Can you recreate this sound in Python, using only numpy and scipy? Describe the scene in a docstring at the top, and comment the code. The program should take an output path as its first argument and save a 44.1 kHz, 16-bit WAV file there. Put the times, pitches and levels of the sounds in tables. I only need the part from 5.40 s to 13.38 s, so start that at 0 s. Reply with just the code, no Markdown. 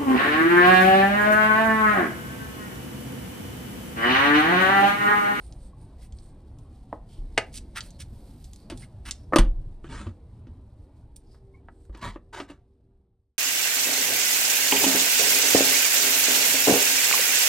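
"""A parked car's rear door is pushed shut at night: its latch cracks, its skin rings, the cabin air booms.
The frameless window slides up into its seal by toothed friction; later it drops, the latch lets go and the
seal peels. Someone in a rustling jacket (creasing noise) steps along a paved driveway, with short knocks,
snapping grit and scraping soles. Far traffic rumbles as shaped noise, a two-tone hum starts up in the car,
walls and paving answer faintly, and the whole sound fades away over its last seconds."""
import sys
import numpy as np
from scipy import signal
from scipy.fft import rfft, irfft, next_fast_len
from scipy.io import wavfile
from scipy.ndimage import uniform_filter1d, map_coordinates

SR = 44100
rng = np.random.default_rng(int(sys.argv[2]) if len(sys.argv) > 2 else 0)


def bounce(signal):
    """Save signal as a 16-bit WAV file at the path given by the first command-line argument."""
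    frames = np.transpose(np.atleast_2d(signal))
    limited = np.clip(frames, -1, 1)
    pcm = np.round(limited * 32767).astype(np.int16)
    wavfile.write(sys.argv[1], SR, pcm)


N = 351918

# Resonances of the door skin. Each row: frequency in Hz, relative level in dB, t60 in seconds.
DOOR_SKIN = [(173, -23, 0.26), (193, -19, 0.19), (240, -18.5, 0.22), (321, 1.5, 0.052), (348, -17, 0.12),
             (420, -23, 0.069), (517.5, -12, 0.13), (591, -15, .11), (740, -21, 0.1), (1013, -23.5, 0.12),
             (1070, -21, .11), (1146, -15, 0.12), (1175.8, -14, 0.09), (1217, -5, 0.065), (1281, -20, .14),
             (1780, -18.5, 0.058), (1831, -19.5, 0.14)]
# Window motor strokes: the glass travels, then squeezes into its seal.
# Each row: start in seconds, rise in seconds, length in seconds, relative level in dB, run-down t60 in seconds.
WINDOW_UP = [(4.432, 0.014, 0.251, -54.5, 0.17), (4.485, .04, .13, -44, 0.13)]
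# The glass travels down, then drags out of its seal. Each row: the same columns as WINDOW_UP.
WINDOW_DOWN = [(6.52, 0.036, 0.23, -48, 0.14), (6.61, 0.017, 0.08, -30, 0.11)]


def amp(db):
    """Decibels to gain."""
    return 10 ** (np.asarray(db) / 20)


def unit(x):
    """x scaled to rms 1."""
    return x / np.sqrt(np.mean(x ** 2) + 1e-20)


def along(points, hz):
    """(Hz, value) points read on a log frequency axis."""
    f, v = np.transpose(points)
    return np.interp(np.log(hz + 1), np.log(f + 1), v)


def wobble(rate):
    """A smooth random curve, rate knots a second."""
    knots = rng.standard_normal(int(N * rate / SR) + 4)
    return map_coordinates(knots, [np.arange(N) * rate / SR])


def filtered(x, response):
    """x times a response of frequency."""
    size = x.shape[-1]
    m = next_fast_len(size + SR // 4)
    return irfft(rfft(x, m) * response(np.fft.rfftfreq(m, 1 / SR)), m)[..., :size]


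def causal(gain, size=2048):
    """The impulse response with this gain over frequency that starts at once (minimum phase)."""
    cepstrum = irfft(np.log(np.maximum(gain(np.fft.rfftfreq(size, 1 / SR)), 1e-6)))
    cepstrum[1:size // 2] *= 2
    cepstrum[size // 2 + 1:] = 0
    return irfft(np.exp(rfft(cepstrum)))


def add(track, s, sound):
    """Mix a sound into the track from time s on."""
    part = track[max(round(s * SR), 0):][:len(sound)]
    part += sound[:len(part)]


def fade(t, t60):
    """Free decay, 60 dB in t60."""
    return np.exp(-np.log(1000) * t / t60)


def resonant(peaks, hz):
    """Gain of (Hz, width in Hz, dB) resonances standing on a flat response."""
    return amp(sum(db / (1 + (2 * (hz - centre) / width) ** 2) for centre, width, db in peaks))


def grains(size, rate, spread_db):
    """Friction: noise broken into tiny slips of random strength, rate slips a second."""
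    slip = np.cumsum(rng.random(size) < rate / SR)
    strength_db = spread_db * np.clip(rng.standard_normal(slip[-1] + 1), -2, 2)
    return unit(rng.standard_normal(size) * amp(strength_db)[slip])


def patchy(x, depth_db, size):
    """Narrow bands of x swell and sink at random; size is the analysis length in samples."""
    z = signal.stft(x, nperseg=size)[2]
    across_bands = uniform_filter1d(rng.standard_normal(z.shape), size=2, axis=0)
    patches = unit(uniform_filter1d(across_bands, size=6, axis=1))
    return signal.istft(z * amp(depth_db * np.clip(patches, -2, 2)), nperseg=size)[1][:N]


def impact(colour, edge_hz, t60, snap, peaks=()):
    """A first snap and a dense dying clatter; soft contacts have a low edge. Rms 1 over the first 10 ms."""
    t = np.arange(SR // 4) / SR
    clatter = rng.standard_normal(len(t)) * fade(t, t60)
    clatter /= np.linalg.norm(clatter)
    clatter[0] += snap
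    gain = lambda hz: amp(along(colour, hz)) * resonant(peaks, hz) / np.sqrt(1 + (hz / edge_hz) ** 8)
    sound = signal.fftconvolve(clatter, causal(gain))
    return sound / np.sqrt(np.mean(sound[:SR // 100] ** 2))


def knocks(rows, colour, snap, peaks=()):
    """Contacts on one material, each an impact with its own level, edge and decay."""
    out = np.zeros(N)
    for s, db, edge_hz, t60 in rows:
        add(out, s, amp(db) * impact(colour, edge_hz, t60, snap, peaks))
    return out


def bounced(x):
    """Close reflections from the ground and the car's side comb the sound; its power stays the same."""
    # Each row: delay in seconds, level in dB relative to the direct sound.
    reflections = [(.0031, -13.5), (.0053, -13), (.0088, -13.5), (0.013, -18)]
    out = x.copy()
    for delay, db in reflections:
        add(out, delay, amp(db) * x)
    return unit(out) * np.sqrt(np.mean(x ** 2))


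def strokes(rows):
    """Gain per sample of a motor: each stroke builds up, holds and runs down."""
    t = np.arange(N) / SR
    gain = np.zeros(N)
    for s, rise, length, db, t60 in rows:
        run_down = fade(np.maximum(t - s - length, 0), t60)
        gain += amp(db) * np.clip((t - s) / rise, 0, 1) * run_down
    return gain


def slide(stroke, colour, spread_db, tooth_hz, throb, ring_db, shift_db=3.5):
    """A geared motor drags glass or latch along rubber; its teeth pulse the friction, which rings the door."""
    unsteady_hz = tooth_hz * (1 + .04 * wobble(15))
    teeth = 1 + throb * np.sin(2 * np.pi * np.cumsum(unsteady_hz) / SR)
    # the moving contact keeps exciting different resonances
    friction = patchy(teeth * grains(N, rate=640, spread_db=spread_db), shift_db, size=768)
    skin = [(hz, 4 / t60, ring_db) for hz, _, t60 in DOOR_SKIN]
    rubbed = filtered(friction, lambda hz: amp(along(colour, hz)) * resonant(skin, hz))
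    return unit(rubbed) * strokes(stroke)


def traffic(level_db=-43.5, swell_db=1, patchy_db=3.5):
    """Steady far traffic: low-heavy noise whose bands swell and sink in drifting patches."""
    # Spectrum of the far road. Each row: frequency in Hz, gain in dB.
    road_colour = [(12, -35), (20, 0.5), (65, 3), (92, -1), (113, -1), (157, -11.5), (262, -12.5),
                   (373, -18.5), (426, -23.5), (793, -27.5), (1440, -42.5), (2870, -51.5), (4000, -51),
                   (5200, -70.5), (8800, -120)]
    noise = patchy(rng.standard_normal(N), patchy_db, size=2048)
    road = unit(filtered(noise, lambda hz: amp(along(road_colour, hz))))
    return road * amp(level_db + swell_db * wobble(6.4))


def jacket(width=.3, flutter_db=1.9):
    """Cloth rubs on cloth in fine creases: a faint stir, and a swish at each swing of an arm or leg."""
    # Spectrum of rubbing cloth. Each row: frequency in Hz, gain in dB.
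    cloth_colour = [(900, -29), (1600, -6), (2150, -3.5), (2900, -3), (4500, 3), (6800, -6.5), (9200, 2),
                    (10800, -12), (13000, -9), (16000, -24)]
    # Each row: peak time in seconds, half length in seconds, level in dB, frequency of the extra rub in Hz.
    swishes = [(.04, 0.13, -64, 8950), (.26, .05, -67, 8450), (.43, 0.044, -68, 9100),
               (0.622, 0.033, -65.5, 1950), (.83, 0.079, -64.5, 8460), (1.2, 0.079, -77, 9200),
               (1.52, 0.048, -72.5, 3250), (1.742, 0.061, -64, 3150), (2.06, 0.24, -68.5, 2144),
               (2.49, 0.091, -64.5, 4200), (2.97, 0.31, -68, 12000), (3.26, 0.14, -67, 4530),
               (3.41, 0.041, -57, 9000), (3.77, 0.081, -67.5, 5500), (5.94, 0.064, -66.5, 5100),
               (6.42, 0.098, -71, 8110)]
    stir_db, stir_fall_db_per_s = -78, 0.23  # it calms as the walker comes to rest
    rub_db, rub_width = 10.5, .18  # height of the extra rub, and its width over its frequency

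    def rub(size, peaks=()):
        """Left and right cloth noise, partly alike."""
        colour = lambda hz: amp(along(cloth_colour, hz)) * resonant(peaks, hz)
        mid, side = (unit(filtered(grains(size, rate=400, spread_db=2), colour)) for _ in range(2))
        return np.array([mid + width * side, mid - width * side])

    out = rub(N) * amp(stir_db - stir_fall_db_per_s * np.arange(N) / SR)
    lag = np.arange(SR) / SR - .5
    for s, half_length, db, hz in swishes:
        swell = amp(db) * np.exp(-(lag / half_length) ** 2)
        for track, cloth in zip(out, rub(SR, [(hz, rub_width * hz, rub_db)])):
            # a swish that would begin before time zero loses its start
            add(track, s - .5, (swell * cloth)[s + lag >= 0])
    return out * amp(flutter_db * wobble(18))


def grit():
    """Grit snaps under the soles: short, bright contacts on stone."""
    # Each row: start in seconds, level in dB, upper edge in Hz, t60 in seconds.
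    snaps = [(.125, -56.5, 9600, 0.0037), (.724, -60, 6670, 0.014), (.787, -59, 6550, 0.0082),
             (1.187, -65, 14040, 0.031), (2.407, -37, 5470, .022), (2.506, -55.5, 11970, 0.02),
             (3.043, -54, 14000, 0.088), (3.134, -52.5, 12000, 0.017), (3.161, -56, 12100, 0.012),
             (3.375, -51.5, 12000, .03), (3.710, -30.5, 7810, .022)]
    # Spectrum of snapping stone. Each row: frequency in Hz, gain in dB.
    stone_colour = [(300, -28.5), (1400, -24.5), (2500, -14.5), (3600, -5.5), (5600, -6), (8800, -5),
                    (11000, -12.5), (16000, -27.5)]
    return knocks(snaps, stone_colour, snap=.6)


def squeaks(waver=0.0225):
    """Brief rubbery stick-slip tones of unsteady pitch."""
    # Each row: peak time in seconds, half length in seconds, mean frequency in Hz, peak level in dB.
    tones = [(0.336, 0.0044, 1106, -54.5), (3.43, 0.0068, 1990, -54.5), (3.437, 0.0054, 2090, -50.5),
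             (6.151, 0.0086, 2220, -51), (6.152, 0.011, 1080, -56), (6.182, .014, 2240, -63)]
    t = np.arange(N) / SR
    drift = np.cumsum(1 + waver * wobble(250)) / SR
    out = np.zeros(N)
    for s, length, hz, db in tones:
        out += amp(db) * np.exp(-((t - s) / length) ** 2) * np.sin(2 * np.pi * hz * drift)
    return out


def scuffs_and_tick():
    """Soles drag over gritty stone in swells of tiny slips; the row at 5.762 s is one short bright tick."""
    # Each row: peak time in seconds, rise in seconds, fall in seconds, level in dB, lower edge in Hz,
    # bite just above the edge in dB (negative dulls it).
    swells = [(0.628, 0.014, 0.043, -63, 2200, -6), (2.16, .02, 0.028, -41, 3800, 13),
              (2.374, 0.014, 0.017, -34.5, 1110, 4), (2.438, 0.023, 0.051, -58, 2010, -8.5),
              (2.608, .012, 0.017, -43.5, 2720, 6.5), (3.435, 0.027, 0.014, -56, 1400, 5),
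              (3.662, 0.0087, 0.039, -42, 1140, 2.5), (5.762, .001, 0.0047, -41, 5720, 9.5)]
    # Spectrum of a scraping sole, which colours the tick too. Each row: frequency in Hz, gain in dB.
    sole_colour = [(400, 2), (1500, 2.5), (2700, -2), (4000, -7.5), (5500, -6.5), (7000, -13.5), (9000, -5),
                   (11000, -17.5), (13500, -19), (16000, -29.5)]
    out, t = np.zeros(N), np.arange(SR // 2) / SR
    for s, rise, fall, db, edge_hz, bite_db in swells:
        lag = t - 2 * rise
        swell = np.where(lag < 0, np.exp(-(lag / rise) ** 2), np.exp(-np.abs(lag / fall) ** 4.6))
        bite = [(1.6 * edge_hz, 4.1 * edge_hz, bite_db)]
        low_cut = lambda hz: 1 - 1 / (1 + (hz / edge_hz) ** 3)
        colour = lambda hz: amp(along(sole_colour, hz)) * resonant(bite, hz) * low_cut(hz)
        slips = unit(filtered(grains(len(t), rate=2000, spread_db=4.5), colour))
        add(out, s - 2 * rise, amp(db) * swell * slips)
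    return out


def footsteps():
    """Heels and toes strike the pavers, and both bodies resonate."""
    # Each row: start in seconds, level in dB, upper edge in Hz, t60 in seconds.
    footfalls = [(1.528, -30, 980, .036), (1.9755, -37.5, 4000, .02), (1.978, -16, 10900, .04)]
    # Spectrum of a struck paver. Each row: frequency in Hz, gain in dB.
    paver_colour = [(100, -17), (280, 0.5), (420, 0), (750, 2.5), (1000, -3), (1300, -3), (2000, -2),
                    (2850, -10), (3600, -14), (5000, -13), (7000, -25), (9300, -18.5), (11000, -38),
                    (15000, -43.5)]
    # Heel and paver resonances. Each row: frequency in Hz, width in Hz, height in dB.
    heel_peaks = [(514, 41, 4.5), (680, 44, 0), (746.5, 40, 0), (853, 56, 5), (1230, 77, 1),
                  (1480, 71.7, 5), (2200, 120, 2), (2884, 220, 11.5)]
    return knocks(footfalls, paver_colour, snap=0.72, peaks=heel_peaks)


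def thumps():
    """The panel and the enclosed air swing after a soft push, the longer the lower they are."""
    # Each row: start in seconds, level in dB, frequency in Hz.
    pushes = [(1.53, -36.5, 310), (1.785, -25.5, 31.3), (3.325, -31, 253.6), (3.964, -21, 176.7),
              (3.983, -16, 24), (3.984, -19.5, 99.64), (3.992, -7.5, 35.56), (4.484, -29.5, 135),
              (4.49, -34.5, 256), (4.52, -32, 42.5), (4.664, -21.5, 91), (4.672, -29, 230),
              (5.072, -38, 255.3), (6.495, -19.5, 52), (6.661, -23, 96), (6.674, -20, 40.3),
              (7.012, -20, 284), (7.1, -22, 288)]
    rise_s, base_t60_s = 0.0056, .12
    boom_hz, boom_t60_s = 30, 0.57  # at boom_hz a swing lasts this much longer
    out, t = np.zeros(N), np.arange(SR) / SR
    for s, db, hz in pushes:
        t60 = base_t60_s + boom_t60_s * (boom_hz / hz) ** 2
        swing = np.sin(2 * np.pi * hz * t) * fade(t, t60)
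        add(out, s, -amp(db) * swing * (1 - np.exp(-t / rise_s)))
    return out


def door(scatter_db=1, attack=.0006):
    """Each contact cracks through the steel latch and rings the skin, whose loose trim roughens the ring."""
    # The hand lands (3.3 s), the latch first catches (3.9 s) and the door shuts (from 3.96 s); the window
    # starts up (4.4 s), stops and settles (4.7, 5.1 s), drops (from 6.5 s); the latch lets go (from 7 s).
    # Each row: start in seconds, ring level in dB, ring tilt in dB per octave, crack level in dB,
    # crack upper edge in Hz, crack t60 in seconds.
    blows = [(3.300, -44, -2, -38.5, 9800, 0.11), (3.322, -30.5, -9.5, -48, 4030, 0.047),
             (3.924, -28, .5, -30, 1290, 0.045), (3.934, -16.5, 3, -24, 1830, 0.038),
             (3.960, -6, 0, -17.5, 10000, 0.05), (3.985, -16.5, -13, -19.5, 10000, 0.064),
             (3.996, -30, -8, -34.5, 4530, .17), (4.443, -35, -6, -49, 2980, 0.09),
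             (4.668, -30, -6, -47.5, 4250, .07), (5.070, -41.5, -10.5, -59.5, 6040, 0.094),
             (6.496, -34.5, -7, -59, 2440, .046), (6.549, -31, -5.5, -43, 6000, .082),
             (6.759, -24, -4, -36.5, 2180, 0.058), (7.001, -20, -1, -25.5, 5230, 0.061),
             (7.099, -26, -4.5, -43, 4000, 0.052)]
    # Spectrum of the crack. Each row: frequency in Hz, gain in dB.
    crack_colour = [(120, -13), (300, 1), (900, 1), (1900, -4), (3500, -8.5), (5500, -11), (7300, -17),
                    (9000, -9), (10800, -19.5), (13000, -18), (16000, -25)]
    # Steel latch resonances. Each row: frequency in Hz, width in Hz, height in dB.
    latch_peaks = [(1890, 20, 3.5), (2630, 22, 3), (2700, 93, 4), (3000, 190, 6.5), (3350, 110, 5),
                   (3600, 52, 7.5), (4635, 79, 4), (8860, 64, 7)]
    out, t = np.zeros(N), np.arange(SR // 2) / SR
    hz, mode_db, t60 = np.transpose(DOOR_SKIN)[:, :, None]
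    for s, ring_db, tilt_db, crack_db, edge_hz, crack_t60 in blows:
        tilt = tilt_db * np.log2(hz / hz[3])  # pivots on the strongest mode
        strength = amp(mode_db + tilt + scatter_db * rng.standard_normal(hz.shape))
        # each mode's phase wanders at random
        drift = 1.3 * hz / SR * np.cumsum(rng.standard_normal((len(hz), len(t))), axis=1)
        phase = 2 * np.pi * (hz * t + rng.random(hz.shape)) + drift
        ring = strength * np.sin(phase) * fade(t, t60)
        add(out, s, amp(ring_db) * ring.sum(0) * (1 - np.exp(-t / attack)))
        add(out, s, amp(crack_db) * impact(crack_colour, edge_hz, crack_t60, snap=0.39, peaks=latch_peaks))
    return out


def window_closing():
    """The window motor drives the glass up, rubbing into its seal."""
    # Spectrum of the upward rub. Each row: frequency in Hz, gain in dB.
    up_colour = [(120, -37), (200, 3.5), (320, -5), (350, -16.5), (521, -9), (734, -9.5), (1600, -4.5),
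                 (1750, -10.5), (3350, -14), (5550, -21.5), (9050, -22), (10300, -28.5), (11200, -72),
                 (15000, -63)]
    return slide(WINDOW_UP, up_colour, spread_db=2.0, tooth_hz=253.5, throb=0.28, ring_db=2)


def rumble(up_db=3, down_db=-1):
    """The moving glass shakes the door panel: low noise that follows the motor strokes."""
    # Spectrum of the panel's rumble. Each row: frequency in Hz, gain in dB.
    panel_colour = [(15, -23), (35, 0.5), (110, -0.5), (200, -11), (400, -14), (1000, -59.5)]
    shake = unit(filtered(rng.standard_normal(N), lambda hz: amp(along(panel_colour, hz))))
    return shake * (amp(up_db) * strokes(WINDOW_UP) + amp(down_db) * strokes(WINDOW_DOWN))


def car_hum(lower_hz=388, upper_hz=468, upper_db=-8):
    """A faint hum starts up in the parked car: two tones, each wandering in pitch and level."""
    on_s, rise_s, level_db = 5.7, 0.29, -54

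    def tone(hz):
        """One unsteady sine."""
        phase = 2 * np.pi * np.cumsum(hz * (1 + .008 * wobble(40))) / SR
        return np.sin(phase) * amp(2 * wobble(12))

    hum = tone(lower_hz) + amp(upper_db) * tone(upper_hz)
    running = np.clip((np.arange(N) / SR - on_s) / rise_s, 0, 1)
    return amp(level_db) * running * hum


def handle():
    """Ticks from the plastic door handle and the sleeve brushing it."""
    # Each row: start in seconds, level in dB, upper edge in Hz, t60 in seconds.
    ticks = [(5.946, -55, 2000, 0.047), (6.2855, -39, 2040, 0.037), (6.453, -62, 9000, 0.017),
             (6.574, -52.5, 9000, .051)]
    # Spectrum of tapped plastic. Each row: frequency in Hz, gain in dB.
    plastic_colour = [(200, -7), (600, -1.5), (1200, -5.5), (1750, -3), (2300, -17), (9000, -9)]
    return knocks(ticks, plastic_colour, snap=0.72)


def window_opening():
    """The window motor drives the glass down, dragging it out of its seal."""
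    # Spectrum of the downward rub. Each row: frequency in Hz, gain in dB.
    down_colour = [(120, -32), (200, 2.5), (485, -15.5), (748, -6.5), (929, -4), (1090, 2.5), (1600, -13),
                   (1780, -3), (2420, -14.5), (4470, -16.5), (5170, -23), (8880, -28), (10800, -38.5),
                   (13000, -38), (15000, -61.5)]
    return slide(WINDOW_DOWN, down_colour, spread_db=3.5, tooth_hz=239, throb=0.19, ring_db=-2.0)


def latch_release():
    """The latch drive whirs, then the door peels off its seal, both as toothed friction."""
    # Each row: start in seconds, rise in seconds, length in seconds, level in dB, run-down t60 in seconds.
    release_strokes = [(6.925, 0.015, 0.096, -30, 0.113), (7.075, 0.021, 0.027, -36.5, 0.19)]
    # Spectrum of the latch drive. Each row: frequency in Hz, gain in dB.
    drive_colour = [(120, -44), (200, -16), (383, 2), (485, -12), (849, 4.5), (946, -2.5), (1600, -3.5),
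                    (1750, -4.5), (5070, -17.5), (9550, -22.5), (11200, -40.5), (12700, -29.5),
                    (15000, -51)]
    return slide(release_strokes, drive_colour, spread_db=-3, tooth_hz=346, throb=.3, ring_db=2.0)


def yard(x, width=.25):
    """Walls and paving answer faintly with a noise tail, the treble dying first."""
    # Decay of the open yard. Each row: frequency in Hz, t60 in seconds.
    yard_decay = [(150, 0.42), (1000, 0.22), (4000, 0.17), (12000, 0.13)]
    hz, t, z = signal.stft(rng.standard_normal((2, SR // 2)), SR, nperseg=256)
    envelope = fade(t, along(yard_decay, hz)[:, None]) * (1 - np.exp(-t / 0.002))
    tail = signal.istft(z * envelope, SR, nperseg=256)[1]
    mid, side = signal.fftconvolve(x[None], tail / np.linalg.norm(tail[0]), axes=1)[:, :N]
    return np.array([mid + width * side, mid - width * side])


def fade_out(length_s=4.12, power=0.94):
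    """Gain per sample: full, then sliding almost evenly to silence at the end."""
    left_s = (N - np.arange(N)) / SR
    return np.minimum(left_s / length_s, 1) ** power


def scene():
    """Feet, a bright tick, door and window in the open air, over jacket, traffic and hum."""
    ground = footsteps() + bounced(grit() + scuffs_and_tick())
    sliding = window_closing() + window_opening() + latch_release()
    car = door() + bounced(handle() + sliding) + squeaks()
    echo = yard(amp(-12.5) * ground + amp(-16.5) * car)
    return ground + car + thumps() + rumble() + echo + jacket() + traffic() + car_hum()


def record(dry, ceiling=0.99):
    """Two close microphone ports hear the bass alike and the treble differently; peaks round off."""
    # Left over right at the ports. Each row: frequency in Hz, level difference in dB.
    port_level = [(200, 0), (1000, .4), (2000, -.3), (4400, -.5), (6500, -3), (8200, -9), (9600, -7),
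                  (11500, 3), (15000, 4)]
    # Scattered sound, opposite in the two ports. Each row: frequency in Hz, level in dB.
    scatter_level = [(100, -31), (1000, -28), (2500, -22), (5000, -11), (9000, -10), (13000, -6)]
    half = np.array([[.5], [-.5]])
    lead_s, top_hz = 2e-5, 15900  # the left port hears first; nothing passes top_hz
    turn = lambda hz: np.exp(2j * np.pi * half * hz * lead_s)
    ports = filtered(dry, lambda hz: amp(half * along(port_level, hz)) * turn(hz))
    # hand and casing scatter short waves unequally into the two ports
    casing = rng.standard_normal(SR // 150)
    scattered = signal.fftconvolve(dry.mean(0), casing / np.linalg.norm(casing))[:N]
    ports = ports + 2 * half * filtered(scattered, lambda hz: amp(along(scatter_level, hz)))
    rounded = ports / (1 + np.abs(ports / ceiling) ** 6) ** (1 / 6)
    return filtered(rounded * fade_out(), lambda hz: hz < top_hz)


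dry = scene()
out = record(dry)
bounce(out)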